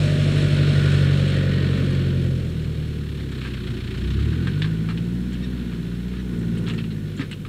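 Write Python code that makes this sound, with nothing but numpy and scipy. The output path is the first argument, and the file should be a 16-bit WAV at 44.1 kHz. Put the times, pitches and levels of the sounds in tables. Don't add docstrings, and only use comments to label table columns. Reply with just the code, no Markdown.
import sys
import numpy as np
from scipy import signal
from scipy.io import wavfile
from scipy.ndimage import uniform_filter1d

SR = 44100
rng = np.random.default_rng(int(sys.argv[2]) if len(sys.argv) > 2 else 0)


def transcribe(u):
    v = np.clip(np.atleast_2d(u).T, -1, 1)
    q = np.round(v * 32767).astype(np.int16)
    wavfile.write(sys.argv[1], SR, q)


def volts_from_db(level):
    exponent = np.asarray(level, float) / 20
    return 10 ** exponent


N = 329868
T = np.arange(N) / SR

# time_s, firings_per_s
FIRING_RATE = [(0, 49.5), (1.94, 45.6), (2.37, 43.6), (2.6, 39.3), (2.98, 37.8), (3.54, 30.5), (3.93, 28.9),
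               (4.13, 32.3), (4.68, 53.6), (4.94, 56), (5.22, 60.7), (5.55, 62.3), (5.79, 58), (6.23, 62.2),
               (6.43, 56.7), (6.66, 58), (7.15, 50.3), (7.48, 49.3)]
# time_s, level_db
THROTTLE = [(0.0, 0.4), (0.61, 2.0), (1.09, 1.9), (1.29, 0.1), (2.35, -2.2), (2.53, -7.7), (3.01, -10.6),
            (3.56, -16.3), (3.98, -13.3), (4.21, -4.4), (4.66, -3.4), (5.18, -6.9), (5.8, -8.3),
            (6.32, -9.0), (6.46, -5.4), (7.06, -9.7), (7.21, -12.8), (7.48, -13.1)]
# time_s, level_db
FACING = [(0, -1.5), (.9, 0), (1.4, -3), (1.9, -5), (2.5, -12.5), (3.1, -12.5), (3.6, -9.5), (4.1, -9.5),
          (4.46, -9.5), (4.8, -13), (5.4, -13.5), (5.9, -13.5), (6.3, -13.5), (6.6, -13.5), (6.9, -18),
          (7.2, -14.5), (7.48, -19.5)]
# time_s, level_db,
# half_width_s
SURGES = [(1.65, 1, 0.27), (2.7, -1.5, 0.37), (3.12, 0, 0.093), (3.72, 4, 0.053), (4.0, 1.5, 0.1),
          (4.42, 2, 0.036), (5.3, -0.5, 0.27), (6.37, 5, 0.11), (6.67, 5, 0.14), (6.95, 1, .15),
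          (7.21, 3, 0.055)]
# time_s, edge_hz
GRASS_EDGE = [(0, 700), (.6, 695), (1.5, 660), (2.3, 630), (3, 530), (4.5, 490), (6, 480), (7.48, 520)]
DOUBLING_S = 2.03
LIFT_S, LIFT_TAKES_S = 2.43, 0.19

ORDER_LEVELS = [-33, -23.5, -19, -29.5]
THROTTLE_SHARE = [.72, 1.05, 1.31, .1]
ORDER_WAVER = [.6, .7, .7, 1.8]
# pitch_hz, level_db
TAILPIPE = [(28, -5.4), (50, -2.6), (70, 5.6), (100, -3.0), (150, 3.9), (250, -7)]
# pitch_hz, width_hz, level_db
SILENCER = [(61.8, 3.0, 5.4), (123.5, 4.7, -5.0), (142.8, 12.7, -5.4), (201.0, 10.1, -12.4),
            (101.8, 3.7, 3.3), (168.1, 8.1, -2.0)]
QUARTER_LEVELS = [-4, -6, -6, -1]
SMOOTH_FLUTTER, ROUGH_FLUTTER = .011, .033

# pitch_hz, level_db
PIPE = [(20, -96), (45, -17), (80, -6.5), (130, 0.5), (190, -3), (240, -2.5), (290, -6), (370, -11),
        (430, -15), (500, -21.5), (700, -72.5), (1500, -110)]
# pitch_hz, level_db
UPPER = [(250, -40), (360, -4.5), (450, -5), (600, -6), (750, -7.5), (900, -6.5), (1150, -14), (1500, -68),
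         (3000, -100)]
# pitch_hz, level_db
BLOCK = [(440, -28), (750, -15), (884, -13), (1180, -5.5), (1340, -4), (1460, -15), (1580, -0.5),
         (1820, -3), (2020, -6.5), (2220, -3), (3250, -2.5), (4320, -5.5), (4840, -17.5), (5270, -21.5),
         (5900, -39), (7670, -28), (13000, -120)]
# pitch_hz, level_db
FAN = [(2880, -13), (4900, -8.5), (5230, 0.5), (5940, -4), (8030, -3), (9300, -6), (10300, -16.5),
       (12000, -19), (13000, -60)]
# pitch_hz, width_hz, level_db
SUMP = [(1476, 164, 10.5), (1760, 450, 5), (1250, 120, -2)]
# pitch_hz, width_hz, level_db
CAB = [(150, 40, 0), (190, 30, 0), (370, 50, -9)]
# time_s, depth_0_to_1
PULSING = [(0, 0.35), (1.5, 0.61), (2.5, 0.5), (3.4, 0.84), (4.0, 0.94), (4.25, 0.73), (5.3, 0.2), (6, 0.6),
           (7.48, 0.5)]

# level_db, then shares of throttle, facing, distance loss and surges
ROAR = (-26.5, 0.51, 0.17, 0.16, 1.09)
UPPER_ROAR = (-36.5, 0.16, 0.16, 0.54, 1.18)
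CLATTER = (-33, -0.1748, 1.0635, 0.2, -0.28)
HISS = (-46, 0.15, 0.62, .8, 0.6)
KNOCK_RING = (-41.5, .25, 0.77, .01, 1.03)
# time_s, level_db, half_width_s
LULLS = [
    (.6, -3, .12),
    (1.1, -2, .08),
    (1.6, -5.5, 0.24),
    (2.05, -5, .15),
]

# start_s, length_s, pitch_hz, sag_hz_per_s, level_db
GEARS = [
    (-.1, .52, 603, 17, -41),
    (.3, .5, 645, 30, -48),
    (.98, 1.0, 543, 30, -42),
    (.1, .9, 236, 9, -37),
]
# start_s, length_s, pitch_hz, sag_hz_per_s, level_db
TURBO = [
    (-.3, .9, 13170, 1230, -73),
    (.62, 1.0, 12160, 1200, -72),
]
# start_s, length_s, pitch_hz, sag_hz_per_s,
# level_db
COVERS = [
    (.55, 0.96, 1460, 30, -42.5),
    (.72, 0.2, 1850, 10, -42),
    (1.32, 0.49, 1880, 100, -42),
    (.4, 0.43, 1400, 10, -52),
    (4.2, 0.83, 1500, 10, -50),
]

# start_s, peak_db, ring_hz, shaking_s
RATTLES = [(3.1907, -34, 1660, .012), (3.3205, -31, 1790, 0.0091), (3.4161, -22.5, 2530, 0.019),
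           (3.4502, -25, 1600, 0.019), (4.1887, -30.5, 1270, .031), (4.3226, -32, 1490, .009),
           (4.4715, -19.5, 1580, 0.012), (4.6199, -15, 3520, 0.01), (4.644, -22.5, 1500, 0.013),
           (4.8883, -22.5, 1210, 0.022), (4.9748, -27.5, 2940, 0.0069), (5.322, -31, 3100, .03),
           (5.426, -32, 3700, 0.031), (5.7183, -33.5, 1280, .03), (6.1378, -30.5, 1250, 0.023),
           (6.1687, -33, 1700, 0.035), (6.334, -35, 1820, 0.015), (6.571, -32.5, 3090, 0.016),
           (6.6658, -26.5, 3390, 0.026), (6.679, -23, 1350, 0.028), (6.6994, -23, 2830, .011),
           (6.736, -27, 1800, 0.009), (6.7776, -26.5, 2650, .027), (6.841, -27, 2800, 0.0057),
           (6.9057, -33, 4070, .02), (7.1766, -31, 3280, 0.021), (7.1952, -20.5, 1760, 0.026),
           (7.2206, -29.5, 1800, 0.027), (7.313, -24.5, 2860, 0.017), (7.4506, -29, 1220, 0.014)]
# start_s, level_db, pitch_hz, t60_s
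THUMPS = [
    (7.192, -11.5, 266, 0.089),
]
# start_s, pitch_hz, length_s, level_db
SQUEAKS = [
    (5.425, 1840, .035, -42),
    (7.16, 3620, .06, -57),
    (6.19, 1950, .025, -48),
    (4.03, 2700, .015, -53),
]
# start_s, peak_db, pitch_hz
TICKS = [(0.135, -46, 9200), (0.375, -44, 10000), (0.5442, -46, 9100), (0.9173, -42, 7400),
         (1.28, -45, 7900), (1.365, -49, 7890), (1.9051, -50, 9100), (3.3164, -49, 7430),
         (4.1026, -48, 6270), (4.5885, -52, 7640), (5.3283, -47, 7070), (6.3894, -50, 7870),
         (6.5774, -45.5, 8300), (6.6837, -43, 6910), (6.7356, -49, 7370), (7.1656, -46, 7250),
         (7.3128, -43, 8100)]
PANEL_T60_S, PANEL_TREBLE_DB = 0.095, -24

# pitch_hz, level_db
WIND = [(8, -6), (25, 0), (45, -3), (90, -20), (200, -60), (400, -110)]
# pitch_hz, level_db
AIR = [(2940, -33), (5000, -3), (5720, -2), (7240, -2), (15200, -6), (16200, -20), (16500, -44)]
# pitch_hz, level_db
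HOUSING = [(4400, 0), (4750, 0.5), (4880, -7), (5000, 2.5), (5250, 3.5), (5700, 0.5)]


def evened(x):
    return x / np.sqrt(np.mean(x ** 2) + 1e-20)


def noise(length=N):
    return rng.standard_normal(length)


def curves(rows):
    s, *columns = np.transpose(rows)
    return [np.interp(T, s, c) for c in columns]


def swells(rows):
    return sum(db * np.exp(-((T - s) / width) ** 2) for s, db, width in rows)


def wander(top_hz):
    knots = np.arange(0, N / SR + 1, .01)
    slow = 0
    for f in np.geomspace(.3, top_hz, num=24):
        slow = slow + np.sin(2 * np.pi * (f * knots + rng.random())) / np.sqrt(f)
    return np.interp(T, knots, evened(slow))


def read(points, hz):
    f, value = np.transpose(points)
    return np.interp(np.log(hz + 1), np.log(f + 1), value)


def colour(x, points):
    log_gain = np.log(volts_from_db(read(points, abs(np.fft.fftfreq(8192, 1 / SR)))))
    taps = np.fft.ifft(np.exp(np.conj(signal.hilbert(log_gain)))).real[:4096]
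    return signal.oaconvolve(x, taps)[:len(x)]


def resonate(x, hz, width):
    turn = np.exp(2j * np.pi * np.cumsum(hz * np.ones(len(x))) / SR)
    r = np.exp(-np.pi * width / SR)
    return 2 * (turn * signal.lfilter([1 - r], [1, -r], x / turn)).real


def body(x, modes):
    total = 0
    for hz, width, db in modes:
        total = total + volts_from_db(db) * resonate(resonate(x, hz, width), hz, width)
    return evened(total)


def add(mix, s, sound):
    at = round(s * SR)
    part = mix[max(at, 0):][:len(sound) + min(at, 0)]
    part += sound[max(-at, 0):][:len(part)]


def still_air():
    return volts_from_db(-61) * evened(colour(noise(), AIR))


def wind():
    return volts_from_db(-52 + 2 * wander(4.3)) * evened(colour(noise(), WIND))


def over_grass(x):
    hz, t, z = signal.stft(x, SR, nperseg=1024)
    edge_hz = np.interp(t, *np.transpose(GRASS_EDGE))
    above_edge = 1 / (1 + np.exp(-(hz[:, None] - edge_hz) / 30))
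    below_top = 1 / (1 + np.exp((hz[:, None] - 1.93 * edge_hz) / 50))
    return signal.istft(z * volts_from_db(-14 * above_edge * below_top), SR, nperseg=1024)[1][:N]


def tick(db, hz):
    t = np.arange(SR // 4) / SR
    return volts_from_db(db - 5.5 - 60 * t / 0.092) * body(noise(len(t)), [(hz, 2000, 0)])


def squeak(hz, length, db):
    t = np.arange(0, length, 1 / SR)
    turns = hz * t + 0.076 * np.cumsum(noise(len(t))) / np.sqrt(SR * 0.016)
    tone = np.sin(2 * np.pi * turns) + 1.13 * np.sin(4 * np.pi * turns)
    if hz < 2500:
        tone += 0.33 * np.sin(6 * np.pi * turns)
    return volts_from_db(db) * np.hanning(len(t)) * tone


def thump(db, hz, t60):
    t = np.arange(SR // 4) / SR
    boom = np.sin(2 * np.pi * hz * t) + 0.54 * np.sin(2 * np.pi * hz * 0.56 * t)
    return volts_from_db(db - 60 * t / t60) * boom * np.minimum(t / 0.0106, 1)


def rattle(db, hz, shake):
    t = np.arange(SR // 6) / SR
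    knocks = rng.random(len(t)) < 250 / SR
    hits = 1 + uniform_filter1d(knocks * 55., size=50) * np.exp(-t / (shake + .01))
    drive = noise(len(t)) * hits * volts_from_db(-60 * np.maximum(t - shake, 0) / PANEL_T60_S)
    drive[:12] += 4.5 * np.hanning(12)
    rings = 0
    for ratio, gain in ((1, 0.44), (0.52, 0.31), (.71, 0.18)):
        rings = rings + gain * evened(resonate(drive, hz * ratio, 95))
    broad = drive + 1.2 * resonate(drive, hz, 1500)
    panel = evened(colour(broad, BLOCK)) + .48 * evened(colour(rings, BLOCK))
    sound = evened(panel) + volts_from_db(PANEL_TREBLE_DB) * evened(colour(drive, FAN))
    return volts_from_db(db) * sound / abs(sound).max()


def whine(length, hz, sag, db, fuzz, breadth):
    t = np.arange(0, length, 1 / SR)
    glide = hz - sag * t
    steady = np.sin(2 * np.pi * np.cumsum(glide) / SR)
    tone = steady + fuzz * body(noise(len(t)), [(glide, breadth * hz, 0)])
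    return volts_from_db(db) * np.sin(np.pi * (t / length) ** .55) * evened(tone)


def after_lift():
    return 1 / (1 + np.exp((LIFT_S - T) / LIFT_TAKES_S))


def cab_boom(shaking):
    level_db = -49.5 + 9 * after_lift() + 0.6 * np.maximum(swells(SURGES), 0)
    return volts_from_db(level_db) * body(shaking, CAB)


def layer_levels(throttle_db):
    facing_db, surge_db = curves(FACING)[0], swells(SURGES)
    distance_db = -20 * np.log10(1 + T / DOUBLING_S)
    levels = []
    for db, throttle, facing, distance, surges in (ROAR, UPPER_ROAR, CLATTER, HISS, KNOCK_RING):
        level = db + throttle * throttle_db + facing * facing_db + distance * distance_db
        levels.append(level + surges * surge_db + .6 * wander(6))
    return levels


def fan_hiss(gate, level_db):
    return volts_from_db(level_db + swells(LULLS)) * evened(colour((0.15 + 1.6 * gate) * noise(), FAN))


def firing_pulses(turns):
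    depth = np.clip(curves(PULSING)[0], 0, 1)
    size = volts_from_db(1.43 * noise(600))[turns.astype(int)]
    u = (turns % 1) / 0.28
    gate = uniform_filter1d(1 - depth + 2.1 * depth * size * u * np.exp(-u), size=120)
    return gate / np.sqrt(uniform_filter1d(gate ** 2, size=9000)) * volts_from_db(.7 * wander(15))


def clatter(gate, level_db):
    return volts_from_db(level_db) * evened(colour(gate * noise(), BLOCK))


def sump_ring(gate, level_db):
    return volts_from_db(level_db) * body(gate * noise(), SUMP)


def rumble_noise():
    return evened(colour(noise(), [(700, 0), (1500, -20)]))


def uneven_firings(turns):
    flutter = SMOOTH_FLUTTER + (ROUGH_FLUTTER - SMOOTH_FLUTTER) * after_lift()
    cycle = (turns + flutter * wander(30)) / 4
    lines = 0
    for k in range(1, 54):
        if k % 4 or k > 16:
            level = volts_from_db(QUARTER_LEVELS[k % 4] + 3.4 * wander(9))
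            lines = lines + level * np.cos(2 * np.pi * (k * cycle + rng.random()))
    return evened(lines)


def upper_roar(lines, gate, level_db):
    mixed = 0.32 * lines + (0.5 + 0.29 * gate) * rumble_noise()
    return volts_from_db(level_db) * evened(over_grass(colour(mixed, UPPER)))


def exhaust_levels(rate_hz, throttle_db):
    hz = rate_hz * np.arange(1, 5)[:, None]
    pipe_db = read(TAILPIPE, hz)
    for f, width, db in SILENCER:
        pipe_db = pipe_db + db * np.exp(-((hz - f) / width) ** 2)
    return [THROTTLE_SHARE[k] * throttle_db + pipe_db[k] + ORDER_LEVELS[k] + ORDER_WAVER[k] * wander(6.9)
            for k in range(4)]


def exhaust_orders(turns, levels_db):
    total = 0
    for k, db in enumerate(levels_db):
        phase = 2 * np.pi * (k + 1) * turns + 0.95 * k + 0.48 * wander(1.8)
        total = total + np.sqrt(2) * volts_from_db(db) * np.cos(phase)
    return total


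def scene():
    rate_hz = uniform_filter1d(curves(FIRING_RATE)[0], size=2600)
    turns = np.cumsum(rate_hz) / SR + .5
    throttle_db = curves(THROTTLE)[0]
    roar_db, upper_db, clatter_db, fan_db, knock_db = layer_levels(throttle_db)
    lines, gate, rumble = uneven_firings(turns), firing_pulses(turns), rumble_noise()

    mix = still_air() + wind()
    for s, *row in TICKS:
        add(mix, s, tick(*row))
    for s, *row in SQUEAKS:
        add(mix, s, squeak(*row))
    for s, *row in THUMPS:
        add(mix, s, thump(*row))
    for s, *row in RATTLES:
        add(mix, s, rattle(*row))
    for rows, fuzz, breadth in ((GEARS, .4, .012), (TURBO, 2, .008), (COVERS, 20, .07)):
        for s, *row in rows:
            add(mix, s, whine(*row, fuzz, breadth))
    mix += cab_boom(lines + rumble)
    mix += fan_hiss(gate, fan_db)
    mix += clatter(gate, clatter_db)
    mix += sump_ring(gate, knock_db)
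    mix += upper_roar(lines, gate, upper_db)
    mix += volts_from_db(roar_db) * evened(colour(lines + .55 * rumble, PIPE))
    mix += exhaust_orders(turns, exhaust_levels(rate_hz, throttle_db))
    return mix[None]


def low_pass(x):
    return signal.sosfilt(signal.butter(12, 16990, fs=SR, output="sos"), x)


def record(dry):
    edge = signal.firwin(801, 15790, window=("kaiser", 9), fs=SR)
    housed = colour(dry[0], HOUSING)[None]
    limited = signal.oaconvolve(housed, edge[None], "same")
    return low_pass(limited * np.minimum(T * 500, 1))


dry = scene()
out = record(dry)
transcribe(out)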